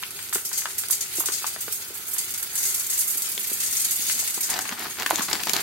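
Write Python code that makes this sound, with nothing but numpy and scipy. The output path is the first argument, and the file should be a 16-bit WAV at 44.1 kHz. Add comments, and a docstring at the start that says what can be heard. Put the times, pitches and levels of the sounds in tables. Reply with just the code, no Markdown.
"""Rice into a pot of frying onions

Heard close by in a small kitchen: rice is tipped from a plastic bag into a steel pot where onions fry.
Clouds of random clicks make the fat sizzle, flare in spurts and ring the pot, and the grains patter in.
Short damped resonances make the film buckle softly at first, then snap as the bag is gripped and lifted;
clumped clicks make it rustle. Room tone and short reflections lie around it, on two unlike ports."""
import sys
import numpy as np
from scipy import signal
from scipy.fft import rfft, irfft, next_fast_len
from scipy.io import wavfile

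SR = 44100
rng = np.random.default_rng(int(sys.argv[2]) if len(sys.argv) > 2 else 0)


def log_audio(samples):
    """Write samples as a 16-bit WAV file to the path given in sys.argv[1]."""
    # one column per channel
    frames = np.atleast_2d(samples).T
    # limit to full scale, then quantise
    limited = np.clip(frames, -1, 1)
    pcm = np.round(limited * 32767).astype(np.int16)
    wavfile.write(sys.argv[1], SR, pcm)


N = 247842

# All levels in these tables are relative, unless said otherwise.
# Steady frying in the fat. Each row: time in seconds, level in dB.
FRYING = [(0.0, -34), (0.6, -36), (1.3, -30.5), (1.9, -37), (2.25, -31.5), (2.5, -34), (2.8, -31.5),
          (3.3, -31.5), (3.8, -29), (4.4, -30), (4.65, -39.5), (4.95, -32), (5.2, -31.5), (5.62, -30.5)]
# Larger spurts as something wet meets hot fat. Each row: start in seconds, level in dB,
# decay by 60 dB in seconds, extra level of the lower band (body) in dB.
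FLARES = [(0.328, -25.5, 0.59, -3), (0.345, -21, 0.066, -2), (0.449, -26.5, 0.3, 0.5),
          (0.528, -33, 0.97, 9.5), (0.575, -26.5, 0.28, 4.5), (0.781, -23.5, 0.31, -3.5),
          (0.898, -29, 0.41, -2), (0.907, -18.5, 0.14, -4.5), (0.924, -28.5, 0.24, 8.5),
          (1.006, -31, 0.28, 7), (1.078, -40, 0.16, -7), (1.152, -28.0, 0.7, -13), (1.167, -33, 0.25, 5),
          (1.196, -20, 0.098, -11), (1.257, -28.5, 0.3, 7), (1.319, -33.0, 0.47, 9),
          (1.333, -31.5, 0.23, 9.5), (1.464, -28.5, 0.27, 3), (1.605, -29, 0.7, -5.5),
          (1.722, -23.5, 0.39, -8.5), (1.874, -36, 0.11, -9), (1.94, -31.5, 0.78, -11),
          (2.068, -33.5, 0.21, -12), (2.081, -28.5, 0.32, -22), (2.109, -31, 0.44, -14),
          (2.133, -22.5, 0.1, -19), (2.18, -24, 0.22, -1), (2.303, -29, 0.11, -3), (2.338, -33, 0.13, 4),
          (2.375, -27, 0.37, -8), (2.425, -26, 0.12, -8), (2.528, -32, 0.7, -9), (2.552, -26.5, 0.7, -2),
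          (2.577, -28, 0.5, 3), (2.626, -28, 0.77, 1.5), (2.652, -25, 0.4, 1.5), (2.685, -27, 0.17, -1),
          (2.741, -26.0, 0.82, -1.5), (2.793, -27, 0.1, -1), (2.864, -30, 0.2, -8), (2.897, -27.5, 0.78, 1),
          (2.927, -28, 0.47, 0.5), (2.976, -24.0, 0.7, -11), (2.988, -21.5, 0.44, -8),
          (3.005, -25.5, 0.21, -1), (3.075, -24, 0.43, -12), (3.1, -25, 0.52, -7.5),
          (3.171, -22.0, 0.1, -11), (3.219, -24, 0.17, -4), (3.287, -28, 0.13, -10),
          (3.315, -28.5, 0.55, -5), (3.394, -24, 0.063, -17), (3.428, -28, 0.26, -9),
          (3.472, -27.0, 0.17, -8), (3.496, -29, 0.37, -9), (3.53, -22.5, 0.08, -7),
          (3.572, -34.0, 0.33, -2), (3.6, -28.5, 0.52, 4), (3.632, -28.5, 0.17, 4), (3.66, -31, 0.27, 6.5),
          (3.707, -26.5, 0.25, -4), (3.725, -27.5, 0.24, 2), (3.766, -26.5, 0.32, 3),
          (3.796, -24, 0.22, -1), (3.812, -26.0, 0.21, -1), (3.844, -24.5, 0.13, 3.5),
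          (3.907, -25.5, 0.19, 2.5), (3.927, -26.0, 0.22, -7), (3.957, -26, 0.24, -4),
          (4.019, -32, 0.22, 7), (4.037, -31.0, 0.16, 2), (4.065, -32.5, 0.48, 7),
          (4.083, -30.5, 0.67, 9.5), (4.117, -26.5, 0.22, 3), (4.19, -25, 0.21, 5), (4.273, -31, 0.55, 1),
          (4.302, -29, 0.17, -2), (4.339, -31.5, 0.28, 3.5), (4.364, -41.0, 0.21, 2),
          (4.406, -26.5, 0.41, -2), (4.428, -32, 0.55, 9), (4.498, -26, 0.16, 4.5), (4.608, -36, 0.46, 7),
          (5.218, -31, 0.28, 9)]
# Single droplets of fat bursting. Each row: start in seconds, level in dB.
SPITS = [(0.023, -37.5), (0.107, -35), (0.119, -40), (0.227, -35), (0.239, -38), (0.294, -36), (0.492, -34),
         (0.687, -41), (0.733, -36), (0.885, -29), (1.258, -25), (4.794, -31), (5.1032, -25), (5.311, -35)]
# The stream of rice. Each row: time in seconds, flow in grains per second, level in dB.
POUR = [(0, 23.6, -57.5), (2.0, 81, -52.5), (2.2, 350, -49.5), (2.5, 120, -45), (2.62, 640, -46.5),
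        (3.3, 310, -48), (3.65, 520, -46), (4.1, 440, -51), (4.45, 360, -43.5), (4.6, 85, -40),
        (5.62, 14, -53)]
# Dull pops as the full bag buckles. Each row: start in seconds, peak in dB, pitch in Hz.
BUCKLES = [(0.027, -24, 1180), (0.034, -17.5, 2290), (0.19, -24, 1670), (0.326, -19, 1380),
           (0.355, -18, 1290), (0.381, -24.5, 1510), (0.514, -26, 1270), (0.618, -23.5, 1550),
           (0.655, -14, 1220), (0.835, -26, 1450), (0.899, -27, 1080), (1.204, -23.5, 920),
           (1.237, -27, 940), (1.285, -18.5, 1280), (1.299, -29, 1050), (1.422, -29.5, 1190),
           (1.442, -18, 1060), (1.478, -31, 1300), (1.561, -23, 1440), (1.68, -23.5, 1350),
           (2.164, -26, 1530), (4.097, -17, 1825), (4.225, -32, 800), (4.377, -28.5, 730),
           (4.652, -29, 1710), (4.722, -23.5, 1140), (4.785, -34, 961), (4.857, -23, 1090),
           (5.206, -18, 1030), (5.395, -21, 1720)]
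# Creases of the film snapping through. Each row: start in seconds, peak of the swing in dB, its pitch in Hz,
# crack against swing in dB, left against right in dB.
SNAPS = [(0.2868, -29, 3030, 4, 0), (3.377, -15, 3150, -3, 5), (4.5395, -13, 4500, -15, 0),
         (4.589, -17, 1040, 5, -3), (4.691, -17.5, 1910, 3.5, -1), (4.985, -26, 1800, -3, -2),
         (4.9977, -19, 1790, 4, 2), (5.021, -16, 2110, -4, -8), (5.029, -18, 2500, -2, -4),
         (5.061, -8.5, 1630, -4, 1.5), (5.064, -14, 1800, -3, 4), (5.092, -20, 1570, 0, 1),
         (5.1072, -7, 860, -3, -1.5), (5.133, -21.5, 750, -5, 5), (5.157, -10.5, 3950, 0, 5.5),
         (5.179, -17, 3350, 3, -1), (5.193, -23, 1500, 3, 2), (5.209, -24, 1180, 3, -2),
         (5.286, -19.5, 1210, -5, 4), (5.311, -32, 2000, 3, 7), (5.318, -28, 2000, 0, 2),
         (5.3296, -6, 4880, -4, 4.5), (5.434, -17, 2030, -2, 11), (5.47, -17.5, 694, 4.5, 1),
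         (5.494, -12.5, 1930, 1.5, 12), (5.533, -9, 4570, 0.5, -12.5), (5.536, -14, 4600, 0, -8),
         (5.564, -15, 1510, 5.5, 6), (5.586, -22.5, 2410, 4, -3)]
# Low thumps of rice slumping inside the bag. Each row: start in seconds, peak in dB, pitch in Hz.
THUMPS = [(0.356, -34, 353), (1.183, -36.5, 330), (1.286, -40, 370), (1.561, -42, 537), (1.678, -39, 410),
          (1.904, -44.5, 337), (3.154, -48, 334), (3.376, -41.5, 390), (3.515, -40, 317.5),
          (3.993, -48.5, 252.5), (4.374, -42, 318), (4.718, -45, 244), (5.129, -30.5, 322),
          (5.192, -34.5, 234), (5.333, -37.5, 307), (5.468, -36, 290)]
# The hands squeezing the bag. Each row: start in seconds, time until release in seconds, level in dB.
SQUEEZES = [(4.478, 0.11, -33.5), (4.632, 0.04, -43.5), (4.702, 0.029, -37), (4.776, 0.096, -37.5),
            (4.975, 0.048, -31.5), (5.092, 0.13, -36), (5.275, 0.086, -32.5), (5.392, .012, -33.5),
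            (5.46, 0.032, -32), (5.523, 0.066, -30.5)]
# Colour of the frying fat. Each row: frequency in Hz, gain in dB.
FRYING_COLOUR = [(300, -0.5), (700, -7), (1300, -4), (2200, 13.5), (3400, 13.5), (4600, 15.5), (5400, 7),
                 (6500, -5.5), (8400, 16.5), (9450, 8.5), (10200, 15.5), (12300, 15.5), (14000, 6),
                 (16000, 16.5)]
# Colour of the simmering onions. Each row: frequency in Hz, gain in dB.
SIMMER_COLOUR = [(300, -11), (1300, -0.5), (2200, -0.5), (4600, 0.5), (16000, -12.5)]
# Colour of the spurts. Each row: frequency in Hz, gain in dB.
FLARE_COLOUR = [(1000, -17), (2500, -12), (3600, -13), (4600, -3), (5400, -3.5), (6300, 5), (7200, 4.5),
                (8400, 6.5), (8900, 5.5), (9450, 0.5), (10200, 3.5), (12300, 5.5), (14000, 0), (16000, -5)]
# Colour of the landing grains. Each row: frequency in Hz, gain in dB.
GRAIN_COLOUR = [(400, -14), (900, 8), (1500, 14), (2200, 13), (3200, 4), (5000, -3), (16000, 0)]
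# Colour of the rustling film. Each row: frequency in Hz, gain in dB.
BAG_COLOUR = [(59, -11), (100, -7), (224, -2.5), (398, 4.5), (502, -7.5), (721, 5.5), (1280, 3),
              (1760, 4.5), (2990, -0.5), (4570, 1), (8460, -12), (9610, -38), (13200, -4), (16000, -23)]
# Colour of the kitchen's room tone. Each row: frequency in Hz, gain in dB.
ROOM_COLOUR = [(15, -74), (25, -15.5), (102, 5), (270, -2.5), (401, 7), (484, -5.5), (626, -7.5),
               (694, -2.5), (913, -4.5), (1140, -8.5), (1310, 2), (1500, 3.5), (1950, -28), (3300, -120)]
# Colour of the bursting droplets. Each row: frequency in Hz, gain in dB.
SPIT_COLOUR = [(2000, -29), (7500, -5), (11500, -1), (16000, -12.5)]
# Colour of grains on bare steel. Each row: frequency in Hz, gain in dB.
TICK_COLOUR = [(2500, -30), (6500, -3), (8400, 0), (12500, 0), (16000, -6), (18000, -40)]
# Ringing modes of the steel pot. Each row: frequency in Hz, strength in dB.
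POT_MODES = [(2080, -62), (3811, -63), (4457, -60), (4791, -58), (4942, -61), (5249, -61), (5543, -57),
             (5760, -59), (5959, -61), (6085, -58), (6643, -51), (7068, -57), (7365, -57), (7410, -56),
             (8341, -54), (8509, -57), (8611, -57), (9007, -55), (10298, -61), (11079, -53), (11640, -55),
             (12658, -54), (12889, -54), (13657, -57), (14476, -60), (14745, -58), (15194, -59),
             (15722, -60)]
# Unlike colour of the two microphone ports. Each row: frequency in Hz, left against right in dB.
PORTS = [(100, 1), (250, -2), (700, -0.5), (2000, 3), (4000, 2.5), (6500, 5.5), (8500, 12), (9500, -3.5),
         (10600, -13), (12000, -12.5), (15500, -7.5)]

FULL_FLOW_PER_S = 500  # flow of rice at which spurts and ticks have their nominal level


def from_db(db):
    """Decibels to gain."""
    return 10 ** (np.asarray(db) / 20)


def rms_one(x):
    """Scale to unit power."""
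    return x / np.sqrt(np.mean(x ** 2) + 1e-20)


def in_time(rows):
    """Each column of a timed table, after the first, drawn as a curve at every sample."""
    s, *columns = np.transpose(rows)
    return [np.interp(np.arange(N) / SR, s, column) for column in columns]


def add(out, s, sound):
    """Mix a sound in at a time in seconds."""
    start = max(round(s * SR), 0)
    out[..., start:start + sound.shape[-1]] += sound[..., :max(N - start, 0)]


def drift(rate):
    """Smooth random wander with a spread of one, through this many new values a second."""
    knots = rng.standard_normal(N // 20)
    return rms_one(np.interp(np.arange(N) / SR * rate, np.arange(len(knots)), knots))


def filtered(x, spectrum):
    """Causal (minimum-phase) filter with the given gains, built by folding the cepstrum."""
    size = 2 * next_fast_len(N // 2 + SR // 10, real=True)
    table_hz, table_db = np.transpose(spectrum)
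    hz = np.arange(size // 2 + 1) * SR / size + 1  # 1 Hz up, to keep the logarithm finite
    log_gain = np.log(from_db(np.interp(np.log(hz), np.log(table_hz), table_db)))
    cepstrum = irfft(log_gain)[:size // 2]
    response = np.exp(2 * rfft(cepstrum, size) - cepstrum[0])
    return irfft(rfft(x, size) * response, size)[..., :N]


def coloured(x, spectrum):
    """Give a white sound a colour and keep its power."""
    return rms_one(filtered(x, spectrum)) * np.sqrt(np.mean(x ** 2))


def resonance(x, hz, width_hz):
    """One damped resonance with a gain of about one at its top."""
    r = np.exp(-np.pi * width_hz / SR)
    zeros = np.array([1, 0, -1]) * (1 - r * r) / 2
    poles = [1, -2 * r * np.cos(2 * np.pi * hz / SR), r * r]
    return signal.lfilter(zeros, poles, x + 1e-18)


def grains(per_s, spread_db, scatter):
    """Random clicks of uneven size, each with its own left-right balance; stereo, unit power."""
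    size_db = spread_db * np.minimum(rng.exponential(1, N), 4)
    sizes = from_db(size_db) * rng.choice([-1, 1], N)
    born = rng.random(N) < per_s / SR
    balance = 1 + scatter * rng.standard_normal((2, N))
    # the root keeps the power even while the rate varies
    return rms_one(born * sizes / np.sqrt(per_s) * balance)


def echoes(x, t60, delay_s):
    """Dense reflections dying away by 60 dB in t60 seconds, different at each port; about the same power."""
    t = np.arange(int(t60 * SR)) / SR
    tail = rng.standard_normal((2, len(t))) * from_db(-60 * t / t60) * (t > delay_s)
    return signal.oaconvolve(x, tail / np.sqrt(np.sum(tail ** 2) / 2), axes=-1)[:, :N]


def from_right(x, count):
    """A sound from the right reaches the left port this many samples late."""
    return np.array([np.pad(x[0], (count, 0))[:N], x[1]])


def in_pot(x, spectrum, ring_db, wall_db):
    """Sound in the pot: direct, bounced off the walls as it wanders over the base, ringing in the steel."""
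    spots = np.array([drift(rate=14) for spot in range(3)])
    shares = spots / np.linalg.norm(spots, axis=0)
    walls = sum(echoes(x * share, t60=0.035, delay_s=0.00081) for share in shares)
    bounced = rms_one(x + from_db(wall_db) * walls)
    tap = signal.unit_impulse(SR // 10)
    ring = sum(from_db(db) * resonance(tap, hz, width_hz=32) for hz, db in POT_MODES)
    steel = rms_one(signal.oaconvolve(x, ring[None], axes=-1)[:, :N])
    return (coloured(bounced, spectrum) + from_db(ring_db) * steel) * np.sqrt(np.mean(x ** 2))


def crease(hz, damping, chatter, settle_s):
    """A patch of film flips and swings briefly while smaller folds settle around it; stereo, peak one."""
    t = np.arange(SR // 12) / SR
    folds = rng.standard_normal(len(t)) + .45 * rng.standard_normal((2, len(t)))
    push = chatter * folds * np.exp(-t / settle_s)
    push[:, 0] = 1  # the flip itself
    swing = resonance(resonance(push, hz, hz * damping), hz, hz * damping * 2)
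    return swing / np.max(np.abs(swing))


def room_tone(level_db, width):
    """The low, even rush of the kitchen: coloured noise, mostly alike at both ports."""
    mid, side = rng.standard_normal((2, N))
    stereo = mid + width * side * np.array([[1], [-1]])
    return from_db(level_db) * coloured(stereo, ROOM_COLOUR)


def simmer(level_db):
    """The onions simmer with a duller, even hiss of dense random clicks."""
    return from_db(level_db) * coloured(grains(per_s=20000, spread_db=5.5, scatter=3.7), SIMMER_COLOUR)


def frying(level_db, flutter_db):
    """Thousands of tiny steam bubbles burst in the fat, in uneven clumps."""
    level, = in_time(FRYING)
    bubbles = grains(per_s=24000, spread_db=4, scatter=2.85)
    bursts = bubbles * from_db(level + level_db + flutter_db * drift(90))
    return in_pot(bursts, FRYING_COLOUR, ring_db=-4, wall_db=1.0)


def spits(level_db, decay_s):
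    """Lone droplets burst with a thin tick of fast-fading noise."""
    t, out = np.arange(SR // 20) / SR, np.zeros((2, N))
    for s, db in SPITS:
        add(out, s, from_db(db + level_db) * np.exp(-t / decay_s) * rng.standard_normal((2, len(t))))
    return coloured(out, SPIT_COLOUR)


def small_spurts(grains_per_spurt, level_db, spread_db, t60_s):
    """The stream lands in little clumps, more and louder as the flow grows; rows as in FLARES."""
    flow = np.maximum(in_time(POUR)[0], 1)
    clumps = np.cumsum(flow) / SR / grains_per_spurt  # clumps landed so far
    late, size, body = rng.standard_normal((N // 1000, 3)).T
    turn = np.arange(len(late)) + .5 + late / np.pi  # uneven spacing
    flow_db = 10 * np.log10(np.interp(turn, clumps, flow) / FULL_FLOW_PER_S)
    db = level_db + flow_db + spread_db * size
    starts = np.searchsorted(clumps, turn) / SR
    rows = np.transpose([starts, db, np.full(len(db), t60_s), spread_db * body])
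    return list(rows[turn < clumps[-1]])


def flares(level_db, puff_db, flutter_db, lag_s, split_hz):
    """Each spurt starts with a brief puff of steam and fizzes away; coarse bubbles give it body."""
    attack_s, puff_s = .0013, .008
    power = np.zeros((2, N))  # below and above the split
    small = small_spurts(grains_per_spurt=7, level_db=-37, spread_db=2, t60_s=.04)
    for s, db, t60, body_db in list(FLARES) + small:
        t = np.arange(int(t60 * SR)) / SR
        fizz = from_db(-60 * t / t60)
        puff = from_db(puff_db) * np.exp(-t / puff_s)
        swell = (1 - np.exp(-t / attack_s)) * (fizz + puff)
        add(power, s + lag_s, (swell * from_db([[db + body_db], [db]])) ** 2)
    bursts = grains(per_s=30000, spread_db=3, scatter=1.8) * from_db(level_db + flutter_db * drift(220))
    coarse = signal.sosfiltfilt(signal.butter(2, split_hz, fs=SR, output="sos"), bursts)
    boil = coarse * np.sqrt(power[0]) + (bursts - coarse) * np.sqrt(power[1])
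    return in_pot(boil, FLARE_COLOUR, ring_db=-10, wall_db=-2)


def ticks(level_db, share, decay_s):
    """Some grains strike bare hot steel and add a fine, bright tick."""
    flow, t = np.maximum(in_time(POUR)[0], 1), np.arange(SR // 50) / SR
    born = np.flatnonzero(rng.random(N) < share * flow / SR)
    out = np.zeros((2, N))
    for i in born:
        size_db = level_db + 10 * np.log10(flow[i] / FULL_FLOW_PER_S) + rng.uniform(-4, 4)
        add(out, i / SR, from_db(size_db) * np.exp(-t / decay_s) * rng.standard_normal((2, len(t))))
    return coloured(out, TICK_COLOUR)


def rice(spread_db):
    """Hard grains land one by one on the steel and on the onions, as clicks heard through the pot."""
    per_s, level = in_time(POUR)
    hits = grains(np.maximum(per_s, 1), spread_db, scatter=0.26) * from_db(level)
    return in_pot(hits, GRAIN_COLOUR, ring_db=-12, wall_db=-2)


def sliding(end_db, hz, width_hz, rise_db_per_s):
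    """Rice slides inside the bag with a soft, resonant rumble that grows as the bag tips."""
    swell = from_db(end_db + rise_db_per_s * (np.arange(N) - N) / SR)
    rubbing = grains(per_s=390, spread_db=4.0, scatter=0.35)
    return swell * rms_one(resonance(resonance(rubbing, hz, width_hz), hz, width_hz))


def thumps(level_db, heave_hz, heave_db, lag_s):
    """The weight of the rice pushes out a side of the bag, and the whole bag heaves with it."""
    out = np.zeros((2, N))
    for s, db, hz in THUMPS:
        side = crease(hz, damping=0.47, chatter=0.055, settle_s=0.007)
        heave = crease(heave_hz, damping=0.43, chatter=0.0087, settle_s=0.0059)
        add(out, s + lag_s, from_db(db + level_db) * (side + from_db(heave_db) * heave))
    return out


def buckles(level_db, tick_hz, tick_db, lag_s):
    """Broad folds give way with a heavily damped pop and a higher tick."""
    out = np.zeros((2, N))
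    for s, db, hz in BUCKLES:
        pop = crease(hz, damping=0.77, chatter=0.045, settle_s=0.01)
        tick = crease(tick_hz, damping=0.73, chatter=0.058, settle_s=0.0067)
        add(out, s + lag_s, from_db(db + level_db) * (pop + from_db(tick_db) * tick))
    return out


def rustle(level_db, clump_db):
    """Countless small folds crackle in clumps while the bag is squeezed."""
    attack_s, release_s = .016, .022
    t, grip = np.arange(SR // 2) / SR, np.zeros(N)
    for s, hold_s, db in SQUEEZES:
        closing = np.minimum(t / attack_s, 1)
        letting_go = np.exp(-np.maximum(t - hold_s, 0) / release_s)
        add(grip, s, from_db(db) * closing * letting_go)
    clumps = from_db(clump_db * np.tanh(drift(200)))
    folds = rms_one(grains(per_s=2000, spread_db=2.0, scatter=0.74) * clumps)
    return coloured(folds * grip * from_db(level_db), BAG_COLOUR)


def snaps(level_db, crack_hz, edge_db, edge_hz, thud_db, thud_hz, lag_s):
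    """Tight creases snap with a sharp crack over the swing of the film."""
    out = np.zeros((2, N))
    for s, db, hz, crack_db, pan_db in SNAPS:
        swing = crease(hz, damping=.7, chatter=.16, settle_s=.0018)
        crack = crease(crack_hz, damping=1.0, chatter=0.45, settle_s=0.0014)
        thud = crease(thud_hz, damping=0.95, chatter=0.04, settle_s=0.013)
        edge = crease(edge_hz, damping=0.43, chatter=0.29, settle_s=0.00092)
        sharp = from_db(crack_db) * (crack + from_db(edge_db) * edge)
        snap = swing + sharp + from_db(thud_db) * thud
        add(out, s + lag_s, snap * from_db(db + level_db + np.array([[pan_db], [-pan_db]]) / 2))
    return out


def scene():
    """Pot and bag close by, with the kitchen answering."""
    room = room_tone(level_db=-52, width=0.23)

    pot = simmer(level_db=-47.5) + frying(level_db=-3.4, flutter_db=3.0)
    pot = pot + spits(level_db=10.5, decay_s=0.0021)
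    pot = pot + flares(level_db=-2.0, puff_db=5.0, flutter_db=0.5, lag_s=0.0001, split_hz=8600)
    pot = pot + ticks(level_db=-24.5, share=.16, decay_s=.0008) + rice(spread_db=1.5)

    bag = thumps(level_db=9.0, heave_hz=211, heave_db=-12.0, lag_s=0.0011)
    bag = bag + buckles(level_db=1.5, tick_hz=2720, tick_db=-2.5, lag_s=0.00143)
    bag = from_right(bag, count=4)
    bag = bag + sliding(end_db=-48.5, hz=196, width_hz=160, rise_db_per_s=6.0)
    bag = bag + rustle(level_db=2.5, clump_db=5.0)
    bag = bag + snaps(level_db=0.0, crack_hz=5700, edge_db=-3.0, edge_hz=12300,
                      thud_db=-24.0, thud_hz=307, lag_s=0.0012)

    walls = echoes(from_db(-7.5) * bag + from_db(-7) * pot, t60=.2, delay_s=0.00214)
    return from_right(pot, count=4) + bag + walls + from_right(room, count=4)


def record(dry):
    """Each microphone port adds its colour; a steep low-pass cuts the top."""
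    hz, tilt_db = np.transpose(PORTS)
    shared_db = 10 * np.log10((1 + from_db(2 * tilt_db)) / 2)  # keeps the mean power of the two gains at one
    left = filtered(dry[0], np.transpose([hz, tilt_db - shared_db]))
    right = filtered(dry[1], np.transpose([hz, -shared_db]))
    low_pass = signal.ellip(12, .1, 80, 15850, fs=SR, output="sos")  # order, ripple dB, stop dB, cutoff Hz
    return signal.sosfilt(low_pass, [left, right])


dry = scene()
out = record(dry)
log_audio(out)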